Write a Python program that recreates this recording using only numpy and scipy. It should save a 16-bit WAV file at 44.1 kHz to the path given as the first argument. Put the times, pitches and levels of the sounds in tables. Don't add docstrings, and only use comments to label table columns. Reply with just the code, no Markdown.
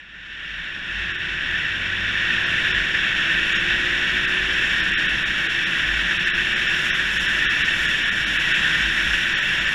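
import sys
import numpy as np
from scipy import signal
from scipy.fft import rfft, irfft, next_fast_len
from scipy.io import wavfile
from scipy.ndimage import uniform_filter1d

SR = 44100
rng = np.random.default_rng(int(sys.argv[2]) if len(sys.argv) > 2 else 0)


def level_to_linear(level):
    exponent = np.asarray(level, float) / 20
    return 10 ** exponent


def store_pcm(level_fs):
    pcm = np.round(np.clip(level_fs, -1, 1) * 32767).astype(np.int16)
    wavfile.write(sys.argv[1], SR, np.atleast_2d(pcm).T)


N = 429534

# time in seconds, rush in dB.
RUSH = [(0.0, -40.5), (0.05, -42.5), (0.43, -31.5), (0.84, -29.5), (1.0, -24.5), (1.16, -27.5),
        (1.54, -23.5), (1.98, -24), (2.3, -20.5), (5.07, -20.5), (5.24, -21.5), (6.78, -20.5),
        (7.24, -21.5), (7.35, -19.5), (8.24, -21), (8.71, -19), (9.0, -20.5), (9.74, -20.5)]
# frequency in Hz, density in dB per Hz.
HOUSING_COLOUR = [(30, -8), (250, -15.5), (420, -20), (800, -21), (1250, -16), (1500, -3), (2100, -4.5),
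                  (3550, -7.5), (3950, -18), (4120, -25.5), (7300, -31.5), (8200, -41), (14000, -51),
                  (15500, -59)]
# centre in Hz, width in Hz, height in dB.
CAVITIES = [(75.4, 38, -1.5), (176, 86, 8.5), (331, 82, 6.5), (610, 58, 3.5), (1784, 290, 8),
            (2092, 130, -8), (2400, 200, 2.5), (2425, 80, -8), (2675, 206, 4.5), (3540, 150, 1),
            (4350, 96, 4.5), (4780, 830, -3.5), (5466, 460, 10), (6470, 270, -4), (6600, 180, 0),
            (6650, 140, 3.5), (10480, 1700, 6.5), (11100, 500, -6.5), (11600, 500, 0.5), (12100, 300, -1),
            (12600, 550, 0), (13500, 600, 2), (13950, 500, -5)]
# time in seconds, rise in dB.
HISS_SWELLS = [
    (2.6, 2.5),
    (3.52, 3),
    (4.7, 2.5),
    (6.86, 5),
    (7.2, 6.5),
    (7.84, 5.5),
    (8.32, 2.5),
    (9.12, 3),
]
HISS_SWELL_S = 0.077
HISS_AT_CRUISE_DB, HISS_DB_PER_OCTAVE = -1, 10
RUMBLE_DB, RUMBLE_LAG_S = -2, 0.49

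# time in seconds, peak in dB, length in seconds.
JOLTS = [(.25, -54.5, .35), (0.564, -40.5, 0.11), (0.996, -40, 0.15), (1.33, -44, .08), (1.512, -38, .07),
         (1.806, -40, .1), (2.05, -40, 0.13), (2.3, -44, 0.19), (2.784, -32, 0.074), (3.14, -49, 0.074),
         (3.42, -46, .16), (3.723, -37, .12), (3.918, -43, 0.12), (4.14, -37, 0.076), (4.48, -41, 0.15),
         (4.75, -41.5, 0.13), (4.95, -39, 0.074), (5.135, -37, 0.055), (5.287, -37, 0.053),
         (5.97, -33, 0.14), (6.38, -39, .1), (6.8, -49, 0.28), (7.18, -36.5, 0.19), (7.53, -42, 0.18),
         (7.829, -40.5, 0.15), (8.27, -42, 0.13), (8.636, -40, .1), (8.868, -29, 0.057), (9.102, -30, 0.11),
         (9.7, -41, 0.12)]
MOUNT_HZ, MOUNT_WIDTH_HZ = 50, 10
MOUNT_REST_DB = -25.5

# time in seconds, firings per second.
FIRING_RATE = [(0, 41), (1, 44), (1.5, 45.5), (2, 47.8), (3, 54), (4, 60), (5, 65.4), (6, 69.4), (7, 74.3),
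               (8, 78.8), (9, 83.4), (9.74, 85)]
CRUISE_FIRINGS = 60
# time in seconds, level in dB.
ENGINE_LEVEL = [(0, -84), (.8, -66), (1.1, -55), (1.6, -52), (2.2, -48), (3, -47), (3.4, -44), (4.5, -43),
                (5, -47), (6, -49), (7, -50), (8, -49), (9, -49), (9.74, -52)]
# frequency in Hz, gain in dB.
EXHAUST = [(40, -14), (84, 3), (92, -1), (102, -4), (114, -22), (180, -6), (265, -18), (300, -8), (330, 0),
           (372, 1), (392, -8), (420, -20), (525, -9), (620, -22)]

# time in seconds, pitch in Hz, level in dB.
WHISTLE = [
    (3.49, 7170, -110),
    (3.52, 6680, -48.5),
    (3.59, 6650, -50.5),
    (3.62, 6650, -110),
]

# time in seconds, threshold in dB re the frame's rms.
STARVED = [(1.131, -1), (1.173, -2), (2.453, -11.5), (2.731, -3), (3.541, 0), (3.584, -5.5), (4.267, 0),
           (4.821, -7.5), (5.077, -4.5), (5.248, 5), (5.483, 2), (5.653, -1.5), (6.187, 5.5), (6.251, -6),
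           (6.549, -4), (6.677, -8), (7.189, -1.5), (7.275, -7), (7.637, -1), (7.872, -5), (8.043, -7.5),
           (8.107, 1), (8.256, -6), (8.384, -1.5), (8.533, -3), (9.408, -3.5), (9.6, -6.5), (9.664, -9)]
# time in seconds, first threshold in dB, second threshold in dB.
STARVED_TWICE = [(4.949, 1, 1), (6.315, -2, -3), (6.912, -2, -4), (7.467, -3, -2), (9.344, -5, -2)]
# time in seconds, threshold in dB.
STARVED_SHORT = [(4.907, -5), (4.928, 5), (6.293, -2)]
# frequency in Hz, threshold shift in dB.
FAVOURED = [(330, -14), (480, -4), (700, 3.5), (1100, 4), (1300, -14), (3850, -14), (4050, 2), (5000, 0),
            (7000, -2), (9000, 0)]
FRAME_S = 1024 / 48000


def rms_one(x):
    return x / np.sqrt(np.mean(x ** 2) + 1e-20)


def in_time(rows):
    s, *columns = np.transpose(rows)
    return [np.interp(np.arange(N) / SR, s, column) for column in columns]


def at_hz(points, hz):
    point_hz, point_db = np.transpose(points)
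    return np.interp(np.log(hz), np.log(point_hz), point_db)


def drift(rate):
    r = np.exp(-80 * np.pi * rate / SR)
    noise = rng.standard_normal(N // 40 + 2002)
    slow = signal.lfilter([1], [1, -2 * r, r * r], noise)[2000:]
    return np.interp(np.arange(N) / 40, np.arange(len(slow)), rms_one(slow))


def swells(s, height, length_s):
    t = np.arange(0, N + 64, 64) / SR
    bells = height * np.exp(-.5 * (2 * (t[:, None] - s) / length_s) ** 2)
    return np.interp(np.arange(N) / SR, t, bells.sum(axis=1))


def wind_controls():
    rush_db, = in_time(RUSH)
    speed_octaves = np.log2(in_time(FIRING_RATE)[0] / CRUISE_FIRINGS)
    swell_s, swell_db = np.transpose(HISS_SWELLS)
    hiss_db = HISS_AT_CRUISE_DB + HISS_DB_PER_OCTAVE * speed_octaves
    hiss_db = hiss_db + swells(swell_s, swell_db, 2 * HISS_SWELL_S)
    mean_db = uniform_filter1d(rush_db, int(RUMBLE_LAG_S * SR), mode="nearest")
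    return rush_db, hiss_db, mean_db - rush_db + RUMBLE_DB


def wind(gust_db=0.67, flutter_db=0.53):
    rush_db, hiss_db, rumble_db = wind_controls()
    size = next_fast_len(N)
    hz = np.maximum(np.arange(size // 2 + 1) * SR / size, 1)
    colour_db = at_hz(HOUSING_COLOUR, hz)
    for centre_hz, width_hz, db in CAVITIES:
        colour_db = colour_db + db / (1 + (2 * (hz - centre_hz) / width_hz) ** 2)
    turbulence = rfft(rng.standard_normal(size)) * level_to_linear(colour_db)
    air = rfft(rms_one(irfft(turbulence, size)))
    half_octave = np.clip(2 * np.log2(hz / 30), 0, 18)
    gust, out = drift(40), 0
    for k in range(19):
        share = np.clip(1 - abs(half_octave - k), 0, 1)
        band = irfft(air * share, size)[:N]
        centre = 30 * 2 ** (k / 2)
        high = np.clip(np.log2(centre / 3800) / 1.7, 0, 1) ** 0.76
        low = np.clip(np.log2(1400 / centre) / 1.2, 0, 1)
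        level_db = rush_db + high * hiss_db + low * rumble_db
        lumps_db = gust_db * (1 - low) * gust + flutter_db * drift(12)
        out = out + band * level_to_linear(level_db + lumps_db)
    return out


def mount(evened=0.6, trim_db=-1.5):
    r, w = np.exp(-np.pi * MOUNT_WIDTH_HZ / SR), 2 * np.pi * MOUNT_HZ / SR
    resonance = [1, -r * np.exp(1j * w)]
    swing = signal.lfilter([1], resonance, rng.standard_normal(N + SR))[SR:]
    swing = signal.lfilter([1], resonance, swing)
    swing = swing / (abs(swing) + 1e-9) ** evened
    jolt_s, peak_db, length_s = np.transpose(JOLTS)
    shake = level_to_linear(in_time(RUSH)[0] + MOUNT_REST_DB) + swells(jolt_s, level_to_linear(peak_db), length_s)
    return level_to_linear(trim_db) * shake * rms_one(swing.real)


def engine(first_db=-14, crank_db=8, waver_db=1.5, wobble=.002):
    firings = uniform_filter1d(in_time(FIRING_RATE)[0], size=SR // 2)
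    firings = firings * (1 + wobble * drift(4.2))
    turn, out = 2 * np.pi * np.cumsum(firings) / SR, 0
    for order in range(1, 15):
        own_db = first_db * (order == 1) + crank_db * (order == 2)
        line_db = at_hz(EXHAUST, order * firings) + own_db + waver_db * drift(2.5)
        out = out + level_to_linear(line_db) * np.sin(order * turn + rng.uniform(0, 2 * np.pi))
    return np.sqrt(2) * level_to_linear(in_time(ENGINE_LEVEL)[0]) * out


def whistle(waver=.004):
    hz, level_db = in_time(WHISTLE)
    phase = 2 * np.pi * np.cumsum(hz * (1 + waver * drift(60))) / SR
    return np.sqrt(2) * level_to_linear(level_db) * np.sin(phase)


def scene():
    return (wind() + mount() + engine() + whistle())[None]


def starve(x, starved, frame_s, scatter_db=2.5):
    hop = round(frame_s * SR)
    n, k = np.arange(2 * hop), np.arange(hop)
    window = np.sin(np.pi * (n + .5) / (2 * hop))
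    cosines = np.cos(np.pi / hop * np.outer(k + .5, n + .5 + hop / 2))
    basis = cosines * window * np.sqrt(2 / hop)
    favour_db = at_hz(FAVOURED, (k + .5) * SR / (2 * hop))
    frames = [round(s / frame_s) for s, db in starved]
    chance = rng.standard_normal((len(starved), 64))
    out, start = x.copy(), 0
    for i, frame in enumerate(frames):
        follows = i > 0 and frame == frames[i - 1] + 1
        start = start + hop if follows else round((frame - 1) * frame_s * SR)
        lines = basis @ x[start:start + 2 * hop]
        threshold_db = starved[i][1] + favour_db + scatter_db * chance[i, k // 16]
        step = 2 * lines.std() * level_to_linear(threshold_db)
        rounded = np.round(lines / step) * step
        out[start:start + 2 * hop] += (rounded - lines) @ basis
    return out


def roll_off(x):
    return signal.sosfilt(signal.butter(12, 15250, fs=SR, output="sos"), x)


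def record(dry):
    band_limit = signal.ellip(10, .3, 60, 15120, fs=SR, output="sos")
    limited = signal.sosfilt(band_limit, dry[0])
    pairs = [(s + k * FRAME_S, db) for s, *both in STARVED_TWICE for k, db in enumerate(both)]
    mix = starve(limited, sorted(STARVED + pairs), FRAME_S)
    mix = starve(mix, STARVED_SHORT, FRAME_S / 2)
    return roll_off(mix[None])


dry = scene()
out = record(dry)
store_pcm(out)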